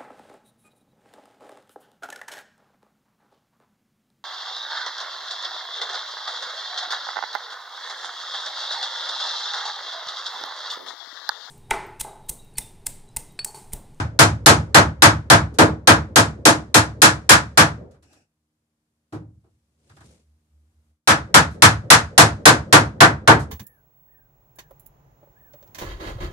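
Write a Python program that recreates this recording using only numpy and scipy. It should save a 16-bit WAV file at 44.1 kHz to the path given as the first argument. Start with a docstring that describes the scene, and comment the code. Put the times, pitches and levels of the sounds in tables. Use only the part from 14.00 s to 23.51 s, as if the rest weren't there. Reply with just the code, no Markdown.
"""Riveting a wooden hull

A hammer peens a rivet close to a microphone in a small workshop: two even runs of blows, each blow with a
dull after-thud. Soft knocks, a dragged tool and the rustle of cloth fill the pause; small ticks come there
and among the blows. Blows, ticks and knocks excite decaying noise bands and plank modes; thuds, cloth and
tool are shaped noise. Beneath lie hiss, a faint hum and a low drone. The microphone saturates on the blows."""
import sys
import numpy as np
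from scipy import signal
from scipy.fft import rfft, irfft, next_fast_len
from scipy.io import wavfile
from scipy.ndimage import map_coordinates

SR = 44100
rng = np.random.default_rng(int(sys.argv[2]) if len(sys.argv) > 2 else 0)


def persist_wave(psi):
    """Save psi, clipped to +-1, as 16-bit WAV."""
    counts = np.round(np.clip(psi, -1, 1) * 32767).astype(np.int16)
    wavfile.write(sys.argv[1], SR, np.atleast_2d(counts).T)


def ratio_of_db(decibels):
    """Turn decibels (scalar or array-like) into linear amplitude factors; 0 dB maps to 1."""
    return 10 ** (np.asarray(decibels, float) / 20)


N = 419391  # samples in the scene
RING_SAMPLES = 1 << 15  # longest ringing of one contact

# Relative spectral densities: f/Hz, level/dB.
HISS_SPECTRUM = [(30, -25), (70, 0), (130, -7), (300, -14), (700, -19), (1400, -22), (2800, -27),
                 (6000, -27), (10000, -27), (13000, -30), (16500, -29)]  # shed and microphone hiss
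SCRAPE_SPECTRUM = [(35, -49), (81, 0), (195, -11.5), (302, -3), (418, -14), (835, -12), (1000, -30),
                   (1630, -17), (2100, -28), (2600, -13), (3200, -30), (4300, -28), (5600, -18),
                   (6500, -28), (7300, -23), (15000, -43)]  # tool on plank, with the tool's resonances
CLOTH_SPECTRUM = [(35, -39.5), (60, -3.5), (146, -1), (274, -8), (553, -11.5), (903, -23.5), (1220, -25),
                  (8920, -23.5), (16000, -46.5)]  # rubbing cloth
THUD_SPECTRUM = [(60, -40), (100, 0.5), (200, -1.5), (320, -4), (550, -1.86), (680, -12.5), (900, -21),
                 (2000, -40.5), (4000, -120)]  # backing iron on plank
# Faint hum, its partials: f/Hz, mean rms level/dB.
HUM_PARTIALS = [(77.5, -84), (156.1, -84), (231.5, -83), (306.8, -88)]
# Low drone that swells through the pause: t/s, rms level/dB.
DRONE_SWELL = [(4.8, -92), (5.3, -72), (5.7, -75.5), (6.1, -65), (6.95, -63), (7.3, -94)]
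# Likeness of the two microphone ports: f/Hz, correlation.
PORT_LIKENESS = [(60, 1), (180, 0.98), (550, 0.6), (1650, -0.25), (4970, -0.05), (15000, 0.49)]
# Balance of the two microphone ports: f/Hz, left-right level/dB.
PORT_BALANCE = [(300, -0.64), (700, 1.5), (1400, -0.44), (2800, 2.5), (5500, 2), (7500, 5), (9500, -8.5),
                (12500, 2.5), (15000, 1.5)]
# Dense ringing of planks and shed, by band: f/Hz, level/dB, t60/s at ring factor 1, build-up time/s.
RING_BANDS = [(52.3, -32, 1, 0.036), (76, -11, .6, 0.086), (121, -10.5, 0.41, 0.0046),
              (195, -19.5, 0.51, 0.0067), (290, -12, 0.28, 0.011), (393, -14, 0.26, 0.0056),
              (776, -3.5, 0.22, 0.0033), (1560, 0.5, 0.2, 0.003), (1990, -6.5, 0.19, 0.002),
              (2780, -9, 0.17, 0.0033), (3892, -7, 0.17, 0.00037), (6580, -7.5, 0.16, 0.0018),
              (8796, -9.5, .14, 0.00092), (12500, -14.5, 0.073, 0.0019), (16000, -12, .11, .0011)]
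# Modes of the planking that stand out: f/Hz, mean relative level/dB, t60/s at ring factor 1 before its cap.
PLANK_MODES = [(108, -8, .7), (160, -16, .4), (311, -13, .35), (455, -16, .3), (545, -16, .2),
               (677, -13, .22), (790, -14, .2), (900, -13, .2), (993, -14, .2), (1099, -14, .2),
               (1180, -14, .2), (1292, -14, .22), (1398, -11, .17), (1432, -11, .17), (1513, -7, .18),
               (1660, -13, .18), (1761, -15, .15), (1945, -13, .18), (2088, -17, .15), (3420, -21, .14),
               (4000, -20, .14), (4146, -18, .16), (5390, -21, .14), (5985, -19, .14), (7540, -23, .13)]
# Likeness of a contact to the one before: f/Hz, correlation.
REPEATABILITY = [(100, .9), (1500, .9), (4000, .6), (10000, .4)]
# Hammer blows, the first still ringing at the start: t/s, strength/dB, boom/dB, body/dB, brightness/dB.
HAMMER_BLOWS = [(-.085, -6.5, 0, -0.5, -1.5), (0.19, -6, 3, 1.93, 3), (0.46, -2.5, 0.8, 4, 3.5),
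                (0.745, -1.5, -1, 1.8, -3), (1.021, 0, -3.5, -2.4, -1.2), (1.3, -2.5, 0.3, 0.5, -2),
                (1.586, -9, 3.5, 11, -2.5), (1.873, -2.5, -1.1, 0.3, -2.5), (2.158, -9.5, 3, 4, 4),
                (2.453, -8, -1.9, 6.5, 5), (2.743, -8.5, -0.55, 2, 4), (3.018, -3, -2.5, -1.2, 4.5),
                (3.292, 0, -5, -5, 2.9), (3.574, -4.5, -3, 0.05, 0.2), (7.074, -6.5, -4, -3.5, -2.5),
                (7.342, -7, -1, -2.5, -0.8), (7.621, -5, -2.5, -4.4, 0.15), (7.902, -5, -5, -4, 2.55),
                (8.178, -6.5, 0.1, 3.5, 3.5), (8.455, -6, -1.2, 4, 2), (8.726, -6.5, -1.2, 4, -1.1),
                (9.005, -4, -4, 0.5, -7), (9.275, -6.5, -0.1, 4.15, -10)]
# Light ticks of metal on the planks: t/s, strength/dB, ring-time factor.
METAL_TICKS = [(1.54, -62, .5), (3.909, -72, .56), (4.025, -70, 0.54), (4.128, -67.5, 0.55),
               (7.51, -68, 1.8), (9.394, -54.5, 1.1)]
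# Dull knocks against the hull: t/s, strength/dB, boom/dB, body/dB, ring-time factor.
DULL_KNOCKS = [(3.94, -68, 4, 12, .8), (5.124, -51.5, 24.5, 21.5, 1.2), (5.439, -84, 16, 29, .87),
               (5.895, -62, 18, -3, 0.53), (5.967, -62.5, 13, 3, .46), (6.005, -60.5, 11, 4, 0.42)]
# Overall gain, higher in the second run after a brief dip as it begins: t/s, level/dB.
OVERALL_GAIN = [(3.9, -3), (6.9, 4.6), (7.02, -10), (7.12, -2.5), (7.3, -0.55)]


def unit(x):
    """Normalisation: a signal divided by its root mean square has rms 1."""
    return x / np.sqrt(np.mean(x ** 2) + 1e-20)


def along(points, hz):
    """Interpolation on a logarithmic frequency axis of (f/Hz, value) points."""
    f, v = np.transpose(points)
    return np.interp(np.log(hz + 1), np.log(f + 1), v)


def curve(rows):
    """Linear interpolation in time of (t/s, value) points, one value per sample."""
    return np.interp(np.arange(N) / SR, *np.transpose(rows))


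def wobble(rate):
    """Band-limited fluctuation: a smooth curve through random knots, rate of them per second."""
    knots = rng.standard_normal(int(N * rate / SR) + 4)
    return map_coordinates(knots, [np.arange(N) * rate / SR])


def two_ports(pair, hz):
    """Partial coherence: two unrelated spectra mix to the likeness and balance of the microphone ports."""
    turn = np.arccos(np.clip(along(PORT_LIKENESS, hz), -1, 1)) / 2
    mid, side = pair[0] * np.cos(turn), pair[1] * np.sin(turn)
    lean = ratio_of_db(along(PORT_BALANCE, hz) / 2)
    return np.array([(mid + side) * lean, (mid - side) / lean])


def noise(spectrum):
    """Filtered random noise: white spectra weighted by a spectral density give stereo noise of rms 1."""
    m = next_fast_len(N)
    hz = np.fft.rfftfreq(m, 1 / SR)
    white = rfft(rng.standard_normal((2, m)))
    shaped = two_ports(white, hz) * ratio_of_db(along(spectrum, hz))
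    return unit(irfft(shaped, m)[:, :N])


def hiss():
    """Stationary noise: shed and microphone hiss at a constant level."""
    return ratio_of_db(-77.5) * noise(HISS_SPECTRUM)


def hum():
    """Superposition of tones: a few sinusoids, each wavering slightly in level, alike at both ports."""
    t = np.arange(N) / SR
    total = np.zeros(N)
    for hz, db in HUM_PARTIALS:
        level = ratio_of_db(db + 1.5 * wobble(6.9)) * np.sqrt(2)  # rms to peak
        total += level * np.sin(2 * np.pi * hz * t)
    return total


def drone():
    """Narrow-band noise: energy gathered around 74 Hz swells and fades."""
    narrow = [(50, -42), (67, -10), (74, 5), (81, -10), (115, -40), (300, -120)]  # f/Hz, level/dB
    return ratio_of_db(curve(DRONE_SWELL)) * noise(narrow)


def drag():
    """Sliding friction: a tool drawn along the plank excites its resonances in one short, even scrape."""
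    start_s, length_s, attack_s = 4.02, .19, .02
    level_db, release_db_per_s = -58.5, 300
    since = np.arange(N) / SR - start_s
    attack = np.clip(since / attack_s, 0, 1)
    release = ratio_of_db(-release_db_per_s * np.clip(since - length_s, 0, None))
    return ratio_of_db(level_db + 1.9 * wobble(40)) * attack * release * noise(SCRAPE_SPECTRUM)


def rustle():
    """Irregular friction: cloth and moving hands rub in uneven puffs within one swell."""
    level_db, edge_db = -58, -20
    swell = [(0, -120), (5.76, edge_db), (5.96, 0), (6.12, 0), (6.26, edge_db), (7.26, -120)]  # t/s, level/dB
    puffs = 2.4 * wobble(16) + 1.5 * wobble(60) + 1.6 * wobble(240)
    return ratio_of_db(level_db + curve(swell) + puffs) * noise(CLOTH_SPECTRUM)


def after_thud():
    """Secondary impact: about a fifth of a second after a blow the backing iron settles softly on the plank."""
    delay_s, swell_s = .195, 0.042
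    level_db, scatter_db = -42.5, 2.5
    start = np.transpose(HAMMER_BLOWS)[0][:, None] + delay_s
    db = level_db + scatter_db * rng.standard_normal(start.shape)
    swell = np.clip((np.arange(N) / SR - start) / swell_s, 0, None)
    thuds = ratio_of_db(db) * swell * np.exp(1 - swell)  # each peaks swell_s after its start
    return thuds.sum(axis=0) * noise(THUD_SPECTRUM)


def band_filters(hz):
    """Spectral partition: overlapping triangular bands on a logarithmic axis, each of rms 1."""
    centres = np.array(RING_BANDS)[:, 0]
    index = np.arange(len(centres))
    place = np.interp(np.log(hz + 1), np.log(centres + 1), index)
    bands = np.clip(1 - abs(place - index[:, None]), 0, 1)
    return bands / np.sqrt(np.mean(bands ** 2, axis=1, keepdims=True))


def dense_ringing(pattern, bands, hz, t, colour, ring):
    """Diffuse reverberation: overlapping modes of planks and shed act as noise, decaying band by band."""
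    band_hz, band_db, band_t60, build_s = np.transpose(RING_BANDS)[..., None]
    hold_s = 0.024
    late = np.sqrt(t ** 2 + hold_s ** 2) - hold_s  # early echoes delay the decay
    fall_db = -60 * late / (band_t60 * ring)
    far_corners = ratio_of_db(-37.5 + 0.35 * fall_db)  # answer longer and weaker
    fading = ratio_of_db(fall_db) + far_corners
    build_up = 1 - np.exp(-t / build_s)
    crack = 0.66 * np.exp(-t / 0.0073) * (band_hz > 2000)  # the first instants have extra treble
    dense = irfft(two_ports(pattern, hz)[:, None] * bands, RING_SAMPLES)
    dense *= ratio_of_db(band_db + along(colour, band_hz)) * fading * build_up * (1 + crack)
    return dense.sum(axis=1)


def plank_ringing(phase, t, colour, ring):
    """Modal vibration: outstanding plank modes sound as decaying sinusoids that beat with close neighbours."""
    level_db, scatter_db = -1.5, 4.3
    mode_hz, mode_db, mode_t60 = np.transpose(PLANK_MODES)[..., None]
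    table = np.array(RING_BANDS)
    mode_t60 = np.minimum(mode_t60, 1.12 * along(table[:, [0, 2]], mode_hz))  # none outlasts the wood by much
    hold_s = 0.024
    late = np.sqrt(t ** 2 + hold_s ** 2) - hold_s
    scatter = scatter_db * rng.standard_normal(mode_hz.shape)
    level = level_db + mode_db + along(colour, mode_hz) + scatter
    fading = ratio_of_db(level - 60 * late / (mode_t60 * ring))
    build_up = 1 - np.exp(-t / along(table[:, [0, 3]], mode_hz))
    beat_hz = rng.uniform(8, 30, mode_hz.shape)
    beat = 1 + .6 * np.cos(2 * np.pi * (beat_hz * t + rng.random(mode_hz.shape)))
    modes = beat * fading * build_up * np.sin(2 * np.pi * mode_hz * t + phase)
    return modes.sum(axis=1)


def mode_phases():
    """Interport phase: each mode lags between the ports by the angle whose cosine is their likeness."""
    mode_hz = np.transpose(PLANK_MODES)[0][:, None]
    phase = rng.uniform(0, 2 * np.pi, (2, len(PLANK_MODES), 1))
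    lag = np.arccos(np.clip(along(PORT_LIKENESS, mode_hz), -1, 1))
    phase[1] = phase[0] + lag * np.sign(phase[1] - np.pi)
    return phase


def hull(events):
    """Impulse response: each contact rings the hull; striking one spot makes it resemble the one before."""
    out = np.zeros((2, N + 2 * RING_SAMPLES))
    t, hz = np.arange(RING_SAMPLES) / SR, np.fft.rfftfreq(RING_SAMPLES, 1 / SR)
    bands, phase = band_filters(hz), mode_phases()
    echo = 1 + 0.44 * np.exp(-((t - .037) / 0.018) ** 2)  # a wall about six metres off answers once
    keep = along(REPEATABILITY, hz)
    pattern = rfft(rng.standard_normal((2, RING_SAMPLES)))
    for s, db, boom_db, body_db, bright_db, ring in events:
        fresh = rfft(rng.standard_normal((2, RING_SAMPLES)))
        pattern = keep * pattern + np.sqrt(1 - keep ** 2) * fresh
        colour = [(130, boom_db), (400, body_db), (1400, 0), (7000, bright_db)]  # f/Hz, level/dB
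        ringing = dense_ringing(pattern, bands, hz, t, colour, ring) + plank_ringing(phase, t, colour, ring)
        start = RING_SAMPLES + round(s * SR)
        out[:, start:start + RING_SAMPLES] += ratio_of_db(db) * echo * ringing
    return out[:, RING_SAMPLES:RING_SAMPLES + N]


def ticks_and_knocks():
    """Light impacts: metal ticks excite the planks brightly, knocks against the hull dully."""
    boom_db, body_db, bright_db = -3, 3.5, 10.5  # colour of every tick
    ticks = [(s, db, boom_db, body_db, bright_db, ring) for s, db, ring in METAL_TICKS]
    knocks = [(s, db, boom, body, -4, ring) for s, db, boom, body, ring in DULL_KNOCKS]
    return hull(ticks + knocks)


def hammer_blows():
    """Impact excitation: hammer blows ring the hull, the ring time set from the strength of each blow."""
    ring_at_0_db, ring_per_db = 0.9462, -0.0104  # ring-time factor
    return hull([(*blow, ring_at_0_db + ring_per_db * blow[1]) for blow in HAMMER_BLOWS])


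def scene():
    """Linear superposition: the pressures of all sources add at the microphone."""
    background = hiss() + hum() + drone()
    handling = drag() + rustle() + ticks_and_knocks()
    return background + handling + after_thud() + hammer_blows()


def band_limit(x):
    """A steep low-pass at the top of the band."""
    return signal.sosfilt(signal.butter(12, 16590, fs=SR, output="sos"), x)


def record(dry):
    """Saturation and band limiting: the microphone squeezes peaks and loses deep bass and top treble."""
    top, hardness = 1.05, 3
    squeezed = dry / (1 + abs(dry / top) ** hardness) ** (1 / hardness)
    microphone = signal.butter(2, [70, 11500], "bandpass", fs=SR, output="sos")
    top_limit = signal.cheby2(8, 30, 16200, fs=SR, output="sos")
    coloured = signal.sosfilt(top_limit, signal.sosfilt(microphone, squeezed))
    mix = np.clip(coloured * ratio_of_db(curve(OVERALL_GAIN)), -1, 1)  # the converter clips at full scale
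    return band_limit(mix)


dry = scene()
out = record(dry)
persist_wave(out)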